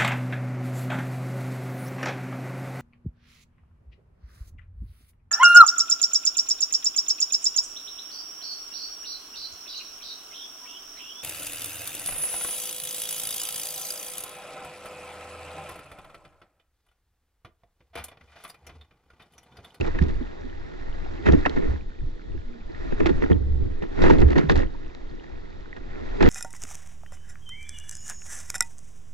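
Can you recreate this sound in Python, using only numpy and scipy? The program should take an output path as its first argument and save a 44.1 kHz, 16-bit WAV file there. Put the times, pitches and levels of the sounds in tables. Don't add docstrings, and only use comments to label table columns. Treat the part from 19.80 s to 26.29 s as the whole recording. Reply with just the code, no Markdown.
import sys
import numpy as np
from scipy import signal
from scipy.fft import rfft, irfft, next_fast_len
from scipy.io import wavfile
from scipy.ndimage import uniform_filter1d

SR = 44100
rng = np.random.default_rng(int(sys.argv[2]) if len(sys.argv) > 2 else 0)


def wrap_up_sound(samples):
    columns = np.atleast_2d(samples).T
    tamed = np.clip(columns, -1, 1)
    steps = np.round(tamed * 32767).astype(np.int16)
    wavfile.write(sys.argv[1], SR, steps)


N = 286209
FFT_SIZE = next_fast_len(N + SR // 4)

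# start_s, level_db, thud_relative_db, spray_relative_db, length_s
SLAPS = [(0.01, -22.5, 9.5, -11.5, 0.0034), (0.045, -28.5, 1, -20, 0.0083), (0.064, -28.5, 0, -13, 0.0047),
         (0.07, -24, -0.5, -23, 0.0074), (0.148, -34.5, 9, -31, 0.015), (0.187, -27.5, -3, -10, 0.005),
         (0.215, -31.5, 8.5, -14, 0.017), (0.283, -38.5, 11, -10, 0.016), (1.456, -17.5, 1.5, -19.5, 0.014),
         (1.485, -17, 4.5, -34, 0.008), (1.519, -29, 16, -6, 0.0048), (1.531, -26.5, 21, -29, 0.0047),
         (1.549, -33.5, 5, -17, 0.0063), (1.658, -11, -5, -30, 0.0057), (1.696, -36.5, 10, -2, 0.0033),
         (1.76, -30, 10.5, -19, 0.016), (1.82, -39, 17, -30, 0.033), (3.121, -24, 7, -36, 0.0037),
         (3.198, -27, 12, -31, 0.019), (3.257, -15.5, -1, -15, 0.012), (3.29, -24, 12, -14, 0.0086),
         (3.42, -25, 9.5, -17, 0.012), (3.461, -30, 8, -33, 0.0032), (3.5, -31, 22, -41, 0.0059),
         (3.515, -26, 12.5, -33, 0.0068), (4.02, -34.5, 9.5, -14.5, 0.015), (4.168, -33, 12, -31.5, 0.12),
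         (4.218, -21, 10.5, -15.5, 0.038), (4.249, -16.5, 2, -34, 0.025), (4.297, -18.5, 9.5, -16.5, 0.013),
         (4.33, -26, 17, -19, 0.017), (4.384, -29.5, 16, -13, 0.017), (4.415, -21.5, 6.5, -19.5, 0.011),
         (4.48, -34, 2.5, -11, 0.011), (4.502, -27, 4, -20.5, 0.022), (4.556, -23.5, 10.5, -19.5, 0.031),
         (4.581, -20.5, 0.5, -17.5, 0.017), (4.689, -25.5, -0.5, -15, 0.0098),
         (4.696, -16, 6.5, -13.5, 0.014), (4.752, -26.5, 6, -10.5, 0.033), (4.79, -31.5, 3, -18, 0.026),
         (5.148, -35.5, 2, -3, 0.0016), (5.437, -44, 5.5, -8.5, 0.009), (5.964, -39, 3, -18, 0.009),
         (6.406, -15, 5.5, -17.5, 0.0075), (6.423, -18, 6, -16, 0.024), (6.452, -23.5, 10, -13.5, 0.11)]
# time_s, level_db
HISS_LEVELS = [(0, -39), (0.33, -45.5), (0.7, -48), (1.43, -44), (1.49, -36.5), (1.62, -39.5),
               (1.92, -41.5), (2.05, -56), (2.85, -53), (3.02, -42.5), (3.45, -41.5), (3.65, -56),
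               (4.1, -48.5), (4.25, -29), (4.45, -44), (4.77, -44), (4.86, -51), (6.0, -51.5),
               (6.15, -45.5), (6.38, -40.5), (6.49, -38)]
# start_s, hold_s, push_db, wobble_db
SURGES = [(0.0, 0.014, -22, -26.5), (0.227, 0.0078, -24, -23), (1.51, 0.037, -28.5, -22),
          (1.904, 0.042, -34, -29), (2.207, 0.025, -29, -39.5), (2.485, 0.057, -25, -37),
          (3.212, 0.17, -31, -26), (3.526, 0.078, -24, -24), (3.679, .18, -25.5, -25.5),
          (4.243, 0.22, -35, -30), (4.409, 0.019, -21, -14.5), (4.697, 0.056, -19, -21.5),
          (6.432, .06, -20.5, -20)]
# start_s, level_db,
# pitch_hz, glide_octaves
PLOPS = [(.011, -21.5, 2500, 0.22), (0.214, -11, 220, -1.4), (0.41, -24, 285, -0.46),
         (0.646, -36, 258, -0.07), (1.262, -30, 730, 0), (1.394, -29, 332, 0.024),
         (1.485, -15.5, 70, -0.17), (1.529, -17.5, 160, -.1), (1.653, -12, 1788, 0.022),
         (1.667, -19, 317, -0.28), (1.891, -17, 85.7, -0.43), (2.227, -28.5, 128.4, -0.38),
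         (2.547, -31, 356, -0.2), (2.947, -32.5, 1870, -0.1), (3.26, -12.5, 342, -0.08),
         (3.289, -15, 351, -0.1), (3.508, -10.5, 71.7, 0.19), (3.53, -30, 3200, 0),
         (4.031, -31.5, 1914, -0.16), (4.3, -9, 938, -0.18), (4.427, -19, 340, 0.055),
         (4.44, -8.5, 73, -0.089), (4.555, -15.5, 340, -0.46), (4.637, -17.5, 155, -0.026),
         (4.71, -20, 63.6, 0.37), (4.948, -38, 945, 0), (5.297, -46.5, 4500, -0.18),
         (5.397, -42.5, 2580, 0.54), (5.5, -39, 813, -0.18), (5.657, -43, 1990, 0),
         (5.929, -28, 1960, -0.06)]
# start_s, end_s, level_db, from_hz, to_hz
HUM = (2.64, 2.83, -44, 245, 230)
# centre_hz, width_hz, level_db
SHELL_MODES = [(165.5, 88, -2), (257.5, 74, -2.5), (340, 110.4, -2), (442, 104, -4)]
PORT_MODES = [(573, 447, 5), (894, 580, -2.5), (1412, 410, 1.5), (1834, 470, 2), (2620, 550, -4)]
SPRAY_MODES = [(3527, 1700, 4.5), (4600, 3800, -1.5), (6630, 600, -16)]
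HEAVE_MODES = [(13.6, 20.6, 0)]
MOUNT_MODES = [(68.9, 28.5, 3.5), (99, 117, -10)]
# frequency_hz, likeness (0-1), left_lead_rad, left_over_right_db
PORT_PAIR = [(150, .92, 3.2, -1), (340, .86, 2.7, -2), (450, .9, 2.9, -1.5), (690, .87, 2.7, -2),
             (940, .85, 1.4, 0), (1200, .45, 1.8, -3), (1480, .9, 2.3, -2), (1950, .96, 1.6, -3),
             (2500, .75, 1.3, -5), (3100, .3, .8, 2), (3700, .68, -.2, 2), (5300, .3, -.6, 2),
             (7500, .55, -1, 3)]

SURGE_RISE_DB_PER_S, PUSH_FALL_DB_PER_S, WOBBLE_FALL_DB_PER_S = 422.5, 78, 129
CALM_PUSH_DB, CALM_WOBBLE_DB = 14.5, -1.5
BOOM_OVER_HISS_DB, BOOM_OVER_WOBBLE_DB = 6.5, -7.5
PLOP_T60_S, PLOP_DAMPING = 0.035, 0.79
LAPPING_DB, FAR_SURF_DB = -54, -66
CUTOFF_HZ = 7750


def slaps():
    power, age = np.zeros((3, N + SR)), np.arange(SR // 8) / SR
    for start, db, thud_db, spray_db, length in SLAPS:
        span = max(length, .002) * np.array([[1.5], [1], [.9]])
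        rise = 1 - np.exp(-age / (0.024 * span))
        burst = rise * gain_of(db + np.array([[thud_db], [0], [spray_db]]) - 5.53 * (age / span) ** 1.28)
        power[:, round(start * SR):][:, :len(age)] += burst ** 2
    clumps = [flicker(0.0021, 3.54), flicker(0.0021, 4.93), flicker(0.00047, 8.7)]
    envelope = np.sqrt(power[:, :N]) * clumps
    return envelope[:, None] * rng.standard_normal((3, 2, N))


def whitewater():
    frames = N // 128 + 5
    a, b, c, d, patches = rng.standard_normal((frames, 257, 5)).T
    patches = uniform_filter1d(patches, 6, axis=0)
    patches = unit_rms(uniform_filter1d(patches, 20, axis=1))
    spectra = np.array([a + 1j * b, c + 1j * d]) * gain_of(0.65 * patches)
    hiss = unit_rms(signal.istft(spectra, nperseg=512, noverlap=384)[1][:, :N])
    foam = hiss * flicker(0.0034, 1.0) * gain_of(hiss_db())
    _, wobble_db = surge_levels()
    shaking = np.hypot(gain_of(hiss_db() + BOOM_OVER_HISS_DB), gain_of(wobble_db + BOOM_OVER_WOBBLE_DB))
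    boom = rng.standard_normal((2, N)) * flicker(.03, 2.73) * shaking
    fizz = gain_of(-15.5) * foam[::-1]
    far_surf = gain_of(FAR_SURF_DB) * rng.standard_normal((2, N))
    return np.array([boom, foam, fizz + far_surf])


def hiss_db():
    return np.interp(np.arange(N) / SR, *np.transpose(HISS_LEVELS))


def swell():
    push_db, wobble_db = surge_levels()
    shared, left, right, own_left, own_right = rng.standard_normal((5, N))
    push = ring(np.array([shared + .4 * left, shared + .4 * right]), HEAVE_MODES)
    push *= gain_of(push_db) * flicker(.06, 3.25)
    wobble = ring(np.array([left + 0.71 * own_left, left + 0.64 * own_right]), MOUNT_MODES)
    wobble *= gain_of(wobble_db + [[-3], [3]]) * flicker(0.043, 2.62)
    return push + wobble


def surge_levels():
    t = np.arange(N) / SR
    power = gain_of(hiss_db() + [[CALM_PUSH_DB], [CALM_WOBBLE_DB]]) ** 2
    fall = np.array([[PUSH_FALL_DB_PER_S], [WOBBLE_FALL_DB_PER_S]])
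    for start, hold, *levels_db in SURGES:
        below_db = SURGE_RISE_DB_PER_S * np.maximum(start - t, 0) + fall * np.maximum(t - start - hold, 0)
        power += gain_of(np.array(levels_db)[:, None] - np.minimum(below_db, 200)) ** 2
    return 10 * np.log10(power)


def plops():
    out, age = np.zeros((2, N + SR)), np.arange(SR // 4) / SR
    for (start, db, hz, glide), phase in zip(PLOPS, rng.random(len(PLOPS))):
        t60 = PLOP_T60_S * (1000 / hz) ** PLOP_DAMPING
        pitch = hz * 2 ** (glide * np.minimum(age / t60 * 3, 1))
        envelope = (1 - np.exp(-age / (0.014 * t60))) ** 2 * gain_of(db - 60 * age / t60)
        tone = np.sin(2 * np.pi * (np.cumsum(pitch) / SR + phase))
        out[int(hz > 500), round(start * SR):][:len(age)] += envelope * tone
    return out[:, :N]


def droplets():
    drops_per_s = 45 * gain_of(.5 * (hiss_db() + 55))
    size_db = 3 * np.minimum(rng.exponential(1, N), 3.5)
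    hits = gain_of(-45.5 + .4 * (hiss_db() + 53) + size_db) * (rng.random(N) < drops_per_s / SR)
    pitch_index, out = rng.integers(0, 12, N), np.zeros(N)
    for k, hz in enumerate(np.geomspace(1500, 5500, num=12)):
        cycles = np.arange(300) / SR * hz
        tap = (1 - np.exp(-cycles)) * np.exp(-cycles / 2.5) * np.sin(2 * np.pi * cycles)
        tap *= (hz / 1900) ** -1.2
        out += signal.oaconvolve(hits * (pitch_index == k), tap)[:N]
    return out


def hum():
    start, end, db, from_hz, to_hz = HUM
    progress = np.clip((np.arange(N) / SR - start) / (end - start), 0, 1)
    tone = np.sin(2 * np.pi * np.cumsum(from_hz + (to_hz - from_hz) * progress) / SR)
    arch = np.sqrt(np.sin(np.pi * progress) + 1e-12) * (progress < 1)
    return gain_of(db) * arch * tone * flicker(0.017, 2.5)


def lapping():
    return gain_of(LAPPING_DB) * ring(rng.standard_normal(N), SHELL_MODES) * flicker(0.004, 3.8)


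def housing(drives):
    return sum(ring(d, modes) for d, modes in zip(drives, (SHELL_MODES, PORT_MODES, SPRAY_MODES)))


def microphone_ports(sound, other):
    log_hz = np.log(np.fft.rfftfreq(FFT_SIZE, 1 / SR) + 1)
    table_hz, *columns = np.transpose(PORT_PAIR)
    likeness, lead, pan_db = (np.interp(log_hz, np.log(table_hz), c) for c in columns)
    left, other = rfft(sound, FFT_SIZE), rfft(other, FFT_SIZE)
    right = (likeness * left + np.sqrt(1 - likeness ** 2) * other) * np.exp(-1j * lead)
    return irfft(np.array([left * gain_of(pan_db / 2), right * gain_of(-pan_db / 2)]), FFT_SIZE)[:, :N]


def ring(x, modes):
    hz = np.fft.rfftfreq(FFT_SIZE, 1 / SR)
    each = [gain_of(2 * db) * (1j * hz * width / (centre ** 2 - hz ** 2 + 1j * hz * width)) ** 2
            for centre, width, db in modes]
    power = sum(abs(mode) ** 2 for mode in each)
    response = np.sqrt(power / power.mean()) * np.exp(1j * np.angle(sum(each)))
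    return irfft(rfft(x, FFT_SIZE) * response, FFT_SIZE)[..., :N]


def flicker(width_s, depth_db):
    size = max(round(width_s * SR), 1)
    drift = uniform_filter1d(uniform_filter1d(rng.standard_normal(N), size), size)
    return unit_rms(gain_of(depth_db * unit_rms(drift)))


def gain_of(db):
    return 10 ** (np.asarray(db) / 20)


def unit_rms(x):
    return x / np.sqrt(np.mean(x ** 2) + 1e-20)


def scene():
    low_tones, drops = plops()
    water = housing(whitewater() + slaps()) + drops + droplets()
    lean_right = gain_of([[-1.5], [1.5]])
    return microphone_ports(*water) + swell() + (low_tones + hum() + lapping()) * lean_right


def record(dry):
    clipped = np.clip(dry, -.94, .94)
    lowpass = signal.firwin(301, CUTOFF_HZ, window=("kaiser", 9), fs=SR)
    return signal.oaconvolve(clipped, lowpass[None], "same")


dry = scene()
out = record(dry)
wrap_up_sound(out)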